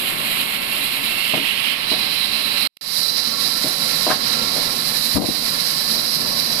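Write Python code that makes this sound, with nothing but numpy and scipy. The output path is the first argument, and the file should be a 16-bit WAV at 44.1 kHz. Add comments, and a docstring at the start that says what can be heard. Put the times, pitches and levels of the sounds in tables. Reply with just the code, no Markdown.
"""A big band saw rips a beam in a workshop, heard from two places with a short pause between.
Noise shaped into rasp, ring and hiss makes the teeth, the steel band and the dust; sine waves make the whine.
Filtered noise makes the rumble of the wheels and drive, and now and then a faint singing of the band.
Short bursts of noise make planks knock on the saw table; a deep thump makes the gain control
turn the treble down for a moment."""
import sys
import numpy as np
from scipy import signal
from scipy.fft import rfft, irfft
from scipy.io import wavfile
from scipy.ndimage import uniform_filter1d, minimum_filter1d

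SR = 44100
rng = np.random.default_rng(int(sys.argv[2]) if len(sys.argv) > 2 else 0)


def pcm_store(signal):
    """Save signal as 16-bit PCM."""
    levels = np.round(np.clip(np.atleast_2d(signal), -1, 1) * 32767)
    wavfile.write(sys.argv[1], SR, levels.astype(np.int16).T)


N = 291060

# "near" is the place by the blade, heard first; "far" is further off, heard after the pause
# side_db means left minus right; the levels in a spectrum only count against each other

# spectrum of the wheels and drive: pitch_hz, level_db (per Hz)
DRIVE_SPECTRUM = [(25, -3), (70, -11.5), (120, -3), (160, 1.5), (260, -1), (340, -1.5), (450, -5.5),
                  (600, -3), (1000, -8), (1500, -11), (2200, -9.5), (3300, -14.5), (6000, -35.5)]
# spectrum of the teeth tearing wood, near and far: pitch_hz, level_db (per Hz)
RASP_NEAR_SPECTRUM = [(300, -34.5), (900, -14), (1600, -13.5), (2000, -3), (2850, 1), (3400, -1.5),
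                      (4300, -13), (5200, -14), (6200, -27), (9000, -51)]
RASP_FAR_SPECTRUM = [(300, -37), (900, -3), (1550, -2), (1800, 2), (2100, 4), (2500, 1.5), (3400, 4),
                     (4500, -1), (6500, -4.5), (9000, -8)]
# spectrum of the ringing steel band: pitch_hz, level_db (per Hz)
RING_SPECTRUM = [(3000, -46.5), (3650, -19), (3800, -9), (3920, -0.5), (4250, -4), (4900, -7), (5400, -13),
                 (5900, -21), (6500, -38), (8000, -68)]
# spectrum of the sawdust spray: pitch_hz, left_level_db (per Hz), right_level_db (per Hz)
HISS_SPECTRUM = [(5500, -44, -37), (6700, -23, -15.5), (7430, -11, -10), (10480, -5, -4.5),
                 (10260, 1.5, 5.5), (11170, 1, -4), (12600, -1.5, -4), (14300, 1.5, -7.5)]
# how the drive spreads in stereo: pitch_hz, near_side_db, far_side_db, left_right_likeness (0 to 1)
DRIVE_SIDES = [(40, 15, 5.8, 0.4), (150, 12.5, 7.4, 0.92), (300, 9, 4.2, 0.7), (600, 8, 1.8, 0.2),
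               (1110, 1, 2.2, 0), (2200, -7, 3, 0)]
# resonances of the frame, table and shed: pitch_hz, width_hz, near_lift_db, far_lift_db
FRAME_RESONANCES = [(157, 22, 2, 6.5), (185, 30, -1, -0.5), (232, 18, 7.5, 10.5), (274, 18, 6, 6.5),
                    (392, 26, 1.5, 0), (501, 42, 0, 8.5), (573, 32, 5, 5.5), (682, 38, 2.5, 4),
                    (760, 6.9, 11.5, 12.5), (933, 17, 4, 3), (1115, 207, 12, 12.5), (1168, 52, -5, -12),
                    (1353, 59, 13, 10.5), (1581, 50, 11.5, -20), (1722, 86, 12.5, 11.5)]
# whine of teeth set left and right in turn: multiple of the pair rate, near_level_db, far_level_db, side_db
TOOTH_LINES = [(4, -52, -58.5, -22), (5, -58, -57, -7), (8, -39.5, -62, -8), (10, -35, -64, -25),
               (12, -68, -67, -28), (16, -39, -60, -3.5)]
# moments when the band sings in its guides: start_s, end_s, pitch_hz, level_db
SINGING_MOMENTS = [(3.25, 3.53, 1120, -40.5), (3.2, 3.7, 1357, -43), (3.4, 3.65, 1745, -46),
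                   (4.7, 5.25, 1748, -44), (5.5, 6.0, 1745, -46)]
# planks on the table: start_s, level_db, lowest_hz, highest_hz, chatter_s, side_db
PLANK_KNOCKS = [(1.337, -21.5, 130, 970, 0.029, 10), (1.375, -27.5, 190, 450, 0.04, 10),
                (1.915, -26, 200, 1050, 0.021, 14), (1.925, -28, 120, 900, 0.033, 9),
                (3.642, -26.5, 150, 650, 0.048, 3), (4.067, -20, 457, 960, 0.034, 3.5),
                (4.102, -19, 400, 1800, 0.027, 15), (4.111, -20, 900, 1700, 0.012, -7),
                (4.563, -29.5, 340, 700, 0.046, 5), (5.145, -23, 30, 109, 0.017, 27),
                (5.157, -19.5, 60, 615, 0.021, 14), (5.167, -21.5, 250, 1380, 0.0089, 16),
                (5.182, -20.5, 80, 553, 0.004, 16), (5.198, -21.5, 100, 404, 0.017, 21),
                (5.217, -22.5, 70, 935, 0.024, 19), (5.241, -25, 70, 735, 0.016, 17),
                (5.287, -21.5, 50, 470, 0.013, 16.5)]
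# resonances of a plank: pitch_hz, width_hz, lift_db
PLANK_RESONANCES = [(197, 55, 10.5), (291, 110, 12.5), (485, 45, 4.5), (618, 74, 8.5), (765, 93, 8.5),
                    (1068, 160, 8.5), (1640, 110, 6)]
# work of the saw, which bites hardest just before the band comes free and rings:
# time_s, rasp_level_db, ring_level_db, hiss_level_db
SAW_WORK = [(0, -27.5, -32, -29), (1.2, -28, -31, -31), (1.35, -23.5, -32, -31.5),
            (1.73, -24, -29.5, -32.5), (1.76, -29, -33.5, -37.5), (1.92, -28.5, -24, -33),
            (2.66, -29.5, -24, -31), (3.0, -37, -21.5, -27), (3.2, -37, -23.5, -34),
            (3.6, -36, -24.5, -29.5), (4.0, -34, -24, -29.5), (4.3, -35, -24, -34),
            (4.9, -36.5, -25, -28.5), (5.6, -35.5, -24.5, -29.5), (6.15, -39, -25, -31.5),
            (6.6, -36, -24.5, -31.5)]
# moments when the pressure on the band eases: middle_s, length_s, depth_db
PRESSURE_DIPS = [(0.177, 0.16, -4.5), (0.504, 0.13, -2.0), (0.621, 0.19, -4.5), (1.434, 0.19, -3),
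                 (2.276, 0.14, -2.5), (2.5, 0.068, -1.5), (3.123, 0.15, -2.5), (3.356, 0.1, -3),
                 (3.758, 0.06, -3), (4.19, 0.12, -3.5), (5.366, 0.24, -2.5), (6.247, 0.075, -2.5)]
# the band presses harder twice in each turn of its wheels, one row near and one far:
# turns_per_s, crest_s, once_a_turn_db, twice_a_turn_db
WHEEL_WOBBLE = [(4.585, -.04, .45, .55), (4.405, .02, .45, .25)]
# how the treble reaches the microphones: time_s, hiss_side_db, ring_tilt_db (per octave)
TREBLE_PATH = [(0, -3, -31), (1.1, -3.5, -22.5), (1.9, -8.5, -22), (2.7, -10.5, -24), (2.8, -19, 4),
               (3.9, -14.5, 4), (5.0, -11.5, 1.5), (6.6, -2, 16)]
# gain control, one row for the left microphone and one for the right: depth_db, recovery_db_per_s
DUCK_SIDES = [(19, 90), (10.5, 900)]
# the running machine: time_s, rumble_level_db, whine_level_db (added to the level of each tooth line)
MACHINE_RUN = [(0, -33.5, -4.5), (1.5, -37, -0.5), (2.0, -36, -12), (2.65, -34.5, -3.5), (2.95, -39, 5),
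               (3.4, -36, 5.5), (4.5, -32.5, 11.5), (5.2, -36, -8), (5.6, -35.5, 10.5), (6.6, -32.5, -11)]

PAUSE_START_S, TICK_S, PAUSE_END_S = 2.674, 2.769, 2.811
FADE_IN_DB, FADE_IN_S = -11.5, 0.18  # after the pause the sound swells to its full level
TOOTH_PAIR_HZ = 271.8
FLUTTER_DB, FLUTTER_PER_S = 0.96, 17.6  # uneven grain of the wood
DUCK_THRESHOLD_DB, DUCK_KNEE_DB = -36.5, 3
DUCK_LAG_S, DUCK_HOLD_S = .024, .03
EDGE_HZ = 14290  # the highest pitch let through
T, HZ = np.arange(N) / SR, np.fft.rfftfreq(N, 1 / SR)
NEAR = T < PAUSE_END_S


def amp(db):
    """Turns decibels into a gain."""
    return 10 ** (np.asarray(db) / 20)


def evened(x):
    """Scales to an rms (average strength) of one."""
    return x / np.sqrt(np.mean(x ** 2, axis=-1, keepdims=True) + 1e-20)


def curves(rows):
    """Draws each column of a timed table as a line through time, sample by sample."""
    times, *columns = np.transpose(rows)
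    return [np.interp(T, times, column) for column in columns]


def spectrum(rows, axis=1):
    """Draws one column of a table over log frequency."""
    table = np.transpose(rows)
    return np.interp(np.log(HZ + 1), np.log(table[0] + 1), table[axis])


def bump(f, centre_hz, width_hz):
    """The shape of one resonance, one at its top."""
    return 1 / (1 + (2 * (f - centre_hz) / width_hz) ** 2)


def wander(rate, size=N):
    """Smooth random movement of rms one, changing up to about rate times in every SR points."""
    f = np.fft.rfftfreq(size, 1 / SR)
    smooth = rfft(rng.standard_normal(size)) / (1 + (f / rate) ** 4)
    return evened(irfft(smooth, size))


def ripple(depth_db, spacing_hz):
    """Close random peaks and dips from many modes and reflections, different at each microphone."""
    rate = SR * HZ[1] / spacing_hz / 2
    return depth_db * np.array([wander(rate, len(HZ)) for _ in range(2)])


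def coloured(x, db, band=(0, SR)):
    """Filters two channels so that their average has rms one inside the band (in Hz)."""
    z = rfft(x) * amp(db)
    inside = (HZ >= band[0]) & (HZ <= band[1])
    return irfft(z, N) / np.std(irfft(z.mean(0) * inside, N))


def panned(side_db):
    """Left and right gains that keep the total power the same."""
    gains = amp(np.array([[.5], [-.5]]) * side_db)
    return gains / np.sqrt(np.mean(gains ** 2, axis=0))


def smoothed(x, size):
    """A running average (one-pole) over about size samples."""
    return signal.lfilter([1 / size], [1, 1 / size - 1], x)


def chips(per_s, share):
    """Fibres tearing: a dense rush of noise, with separate snaps of uneven size as a share of its power."""
    snaps = rng.standard_normal((2, N)) * (rng.random(N) < per_s / SR)
    rush = rng.standard_normal((2, N))
    return np.sqrt(1 - share) * rush + np.sqrt(share) * evened(snaps)


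def drive(level_db):
    """Wheels, belt and bearings shake the frame; the microphones share more of the low end than the top."""
    left, other = rng.standard_normal((2, N))
    same = np.clip(spectrum(DRIVE_SIDES, axis=3), 0, 1)
    right = irfft(same * rfft(left) + np.sqrt(1 - same ** 2) * rfft(other), N)
    shake = np.array([left, right])
    places = []
    for place in range(2):
        frame_db = sum(lifts[place] * bump(HZ, hz, width) for hz, width, *lifts in FRAME_RESONANCES)
        side_db = 20 * np.log10(panned(spectrum(DRIVE_SIDES, axis=place + 1)))
        places.append(coloured(shake, spectrum(DRIVE_SPECTRUM) + frame_db + side_db))
    return amp(level_db + 0.78 * wander(rate=5.4)) * np.where(NEAR, *places)


def knocks(room_db=-17, room_t60_s=.4, strike=.3):
    """Each blow chatters briefly and rings the plank; the shed adds a short tail."""
    size = SR // 2
    t, f = np.arange(size) / SR, np.fft.rfftfreq(size, 1 / SR)
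    plank = amp(sum(db * bump(f, hz, width) for hz, width, db in PLANK_RESONANCES))
    out = np.zeros((2, N + size))
    for start_s, level_db, low_hz, high_hz, chatter_s, side_db in PLANK_KNOCKS:
        contact = rng.standard_normal(size) * np.exp(-t / chatter_s)
        contact[0] += strike * np.sqrt(chatter_s * SR / 2)  # the first firm contact
        tail = rng.standard_normal((2, size)) * amp(room_db - 60 * t / room_t60_s)
        # the contact time limits the top, the size of the piece the bottom
        top = signal.butter(3, high_hz, fs=SR, output="sos")
        bottom = signal.butter(2, low_hz, "high", fs=SR, output="sos")
        limited = signal.sosfilt(np.vstack([top, bottom]), contact + tail)
        blow = irfft(rfft(limited) * plank, size) * (1 - t / t[-1])
        blow = blow / np.std(blow.mean(0)[:SR // 50])  # level set by the first 20 ms
        start = round(start_s * SR)
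        out[:, start:start + size] += amp(level_db) * panned(side_db) * blow
    return out[:, :N]


def singing(width_hz=24):
    """Now and then one mode of the band sings faintly and unevenly where it rubs in the guides."""
    sway = wander(width_hz / 2) + 1j * wander(width_hz / 2)
    out = np.zeros(N)
    for start_s, end_s, pitch_hz, level_db in SINGING_MOMENTS:
        swell = np.sin(np.pi * np.clip((T - start_s) / (end_s - start_s), 0, 1))
        out += amp(level_db) * swell * (sway * np.exp(2j * np.pi * pitch_hz * T)).real
    return out * panned(side_db=-7)


def whine(level_db):
    """Harmonics of the passing teeth; the speed wavers and each line swells and fades by chance."""
    waver = 1 + .002 * wander(rate=4) + .006 * wander(rate=60)
    pairs_passed = np.cumsum(TOOTH_PAIR_HZ * waver) / SR
    out = np.zeros((2, N))
    for multiple, near_db, far_db, side_db in TOOTH_LINES:
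        line_db = level_db + np.where(NEAR, near_db, far_db) + 3.0 * wander(rate=12)
        # the right channel runs a quarter cycle ahead of the left
        phase = rng.uniform(0, 2 * np.pi) + np.array([[0], [np.pi / 2]])
        tone = 2 * np.sin(2 * np.pi * round(multiple) * pairs_passed + phase)
        out += amp(line_db) * tone * panned(side_db)
    return out


def dust_hiss(level_db, side_db):
    """Fine spray of sawdust, lifted above 10 kHz by the band's second bend across the width."""
    sides = np.array([spectrum(HISS_SPECTRUM, axis=1), spectrum(HISS_SPECTRUM, axis=2)])
    shape_db = sides + ripple(depth_db=.6, spacing_hz=40)
    spray = coloured(chips(per_s=1200, share=0.1), shape_db, band=(7500, 14000))
    return amp(level_db) * spray * panned(side_db)


def band_ring(level_db, tilt_db):
    """The steel band rings in a crowd of modes that starts abruptly at its first bend across the width."""
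    band = (3700, 6000)
    strikes = chips(per_s=900, share=0.031)
    shape_db = spectrum(RING_SPECTRUM) + ripple(depth_db=1.5, spacing_hz=16)
    octaves = np.log2(np.clip(HZ, 3000, 5500) / 4000)
    shape_db[0] -= 22 * octaves  # the left microphone is shaded from the higher modes
    # blend between the dullest and the brightest tilt
    dull = coloured(strikes, shape_db + tilt_db.min() * octaves, band)
    bright = coloured(strikes, shape_db + tilt_db.max() * octaves, band)
    opening = (tilt_db - tilt_db.min()) / np.ptp(tilt_db)
    sides = np.where(NEAR, panned(side_db=-20), panned(side_db=-23.0))
    return amp(level_db) * (dull + opening * (bright - dull)) * sides


def bite():
    """How hard the teeth bite, in dB: wobble of the wheels, grain of the wood, moments of less pressure."""
    wobbles = []
    for turns_per_s, crest_s, once_db, twice_db in WHEEL_WOBBLE:
        angle = 2 * np.pi * turns_per_s * (T - crest_s)
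        wobbles.append(once_db * np.cos(angle) + twice_db * np.cos(2 * angle))
    eased = np.zeros(N)
    for middle_s, length_s, depth_db in PRESSURE_DIPS:
        eased += depth_db * np.cos(np.pi * np.clip((T - middle_s) / length_s, -.5, .5)) ** 2
    return np.where(NEAR, *wobbles) + FLUTTER_DB * wander(FLUTTER_PER_S) + eased


def rasp(level_db, easy_db=-27, span_db=1.0, screech_hz=2980, screech_width_hz=700, screech_db=4):
    """Teeth tearing the wood; near the blade, a hard push gathers the rasp into a screech."""
    band = (2000, 3500)
    tear = chips(per_s=500, share=0.055)
    fine_db = ripple(depth_db=.8, spacing_hz=22)
    near_db = spectrum(RASP_NEAR_SPECTRUM) + fine_db
    easy = coloured(tear, near_db, band)
    hard = coloured(tear, near_db + screech_db * bump(HZ, screech_hz, screech_width_hz), band)
    push = np.clip((level_db - easy_db) / span_db, 0, 1)
    near = (easy + push * (hard - easy)) * panned(side_db=-20.5)
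    far = coloured(tear, spectrum(RASP_FAR_SPECTRUM) + fine_db, band) * panned(side_db=-47)
    return amp(level_db) * np.where(NEAR, near, far)


def scene():
    """The saw, whose rasp, ring and hiss share one bite, with its whine, singing, drive and the planks."""
    rasp_db, ring_db, hiss_db = curves(SAW_WORK) + bite()
    side_db, tilt_db = curves(TREBLE_PATH)
    drive_db, whine_db = curves(MACHINE_RUN)
    background = drive(drive_db) + knocks()
    tones = singing() + whine(whine_db)
    saw = dust_hiss(hiss_db, side_db) + band_ring(ring_db, tilt_db) + rasp(rasp_db)
    return background + tones + saw


def gain_control(dry):
    """A deep thump ducks the treble; after a hold the right side snaps back and the left recovers slowly."""
    thump_hz, split_hz = 90, 1200
    thump, low = (irfft(rfft(dry) / (1 + (HZ / hz) ** 6), N) for hz in (thump_hz, split_hz))
    power_db = 10 * np.log10(smoothed((thump ** 2).mean(0), size=400) + 1e-12)
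    late_db = np.interp(T - DUCK_LAG_S, T, power_db)
    pressed = np.clip((late_db - DUCK_THRESHOLD_DB) / DUCK_KNEE_DB, 0, 1)
    half = round(DUCK_HOLD_S * SR / 2)
    held = -minimum_filter1d(-pressed, 2 * half + 1, origin=half)  # keeps the highest recent value
    depth_db, recovery = np.transpose(DUCK_SIDES)[:, :, None]
    # the duck may fall no faster than the recovery rate
    duck_db = np.maximum.accumulate(depth_db * held + recovery * T, axis=1) - recovery * T
    return low + (dry - low) * amp(-smoothed(duck_db, size=400))


def record(dry):
    """Gain control, a pause with one small tick, a fade-in at the second place, then a cut of the top."""
    pause = (T > PAUSE_START_S) & (T < PAUSE_END_S)
    fade_db = FADE_IN_DB * np.clip(1 - (T - PAUSE_END_S) / FADE_IN_S, 0, 1) * (T >= PAUSE_END_S)
    tick = amp(-19) * ((T > TICK_S) & (T < TICK_S + .004))  # a little sound slips through for 4 ms
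    gate = np.where(pause, amp(-58), amp(fade_db)) + tick
    heard = gain_control(dry) * uniform_filter1d(gate, size=60)
    top_cut = signal.firwin(1501, EDGE_HZ, window=("kaiser", 8), fs=SR)
    return signal.oaconvolve(heard, top_cut[None], "same")


dry = scene()
out = record(dry)
pcm_store(out)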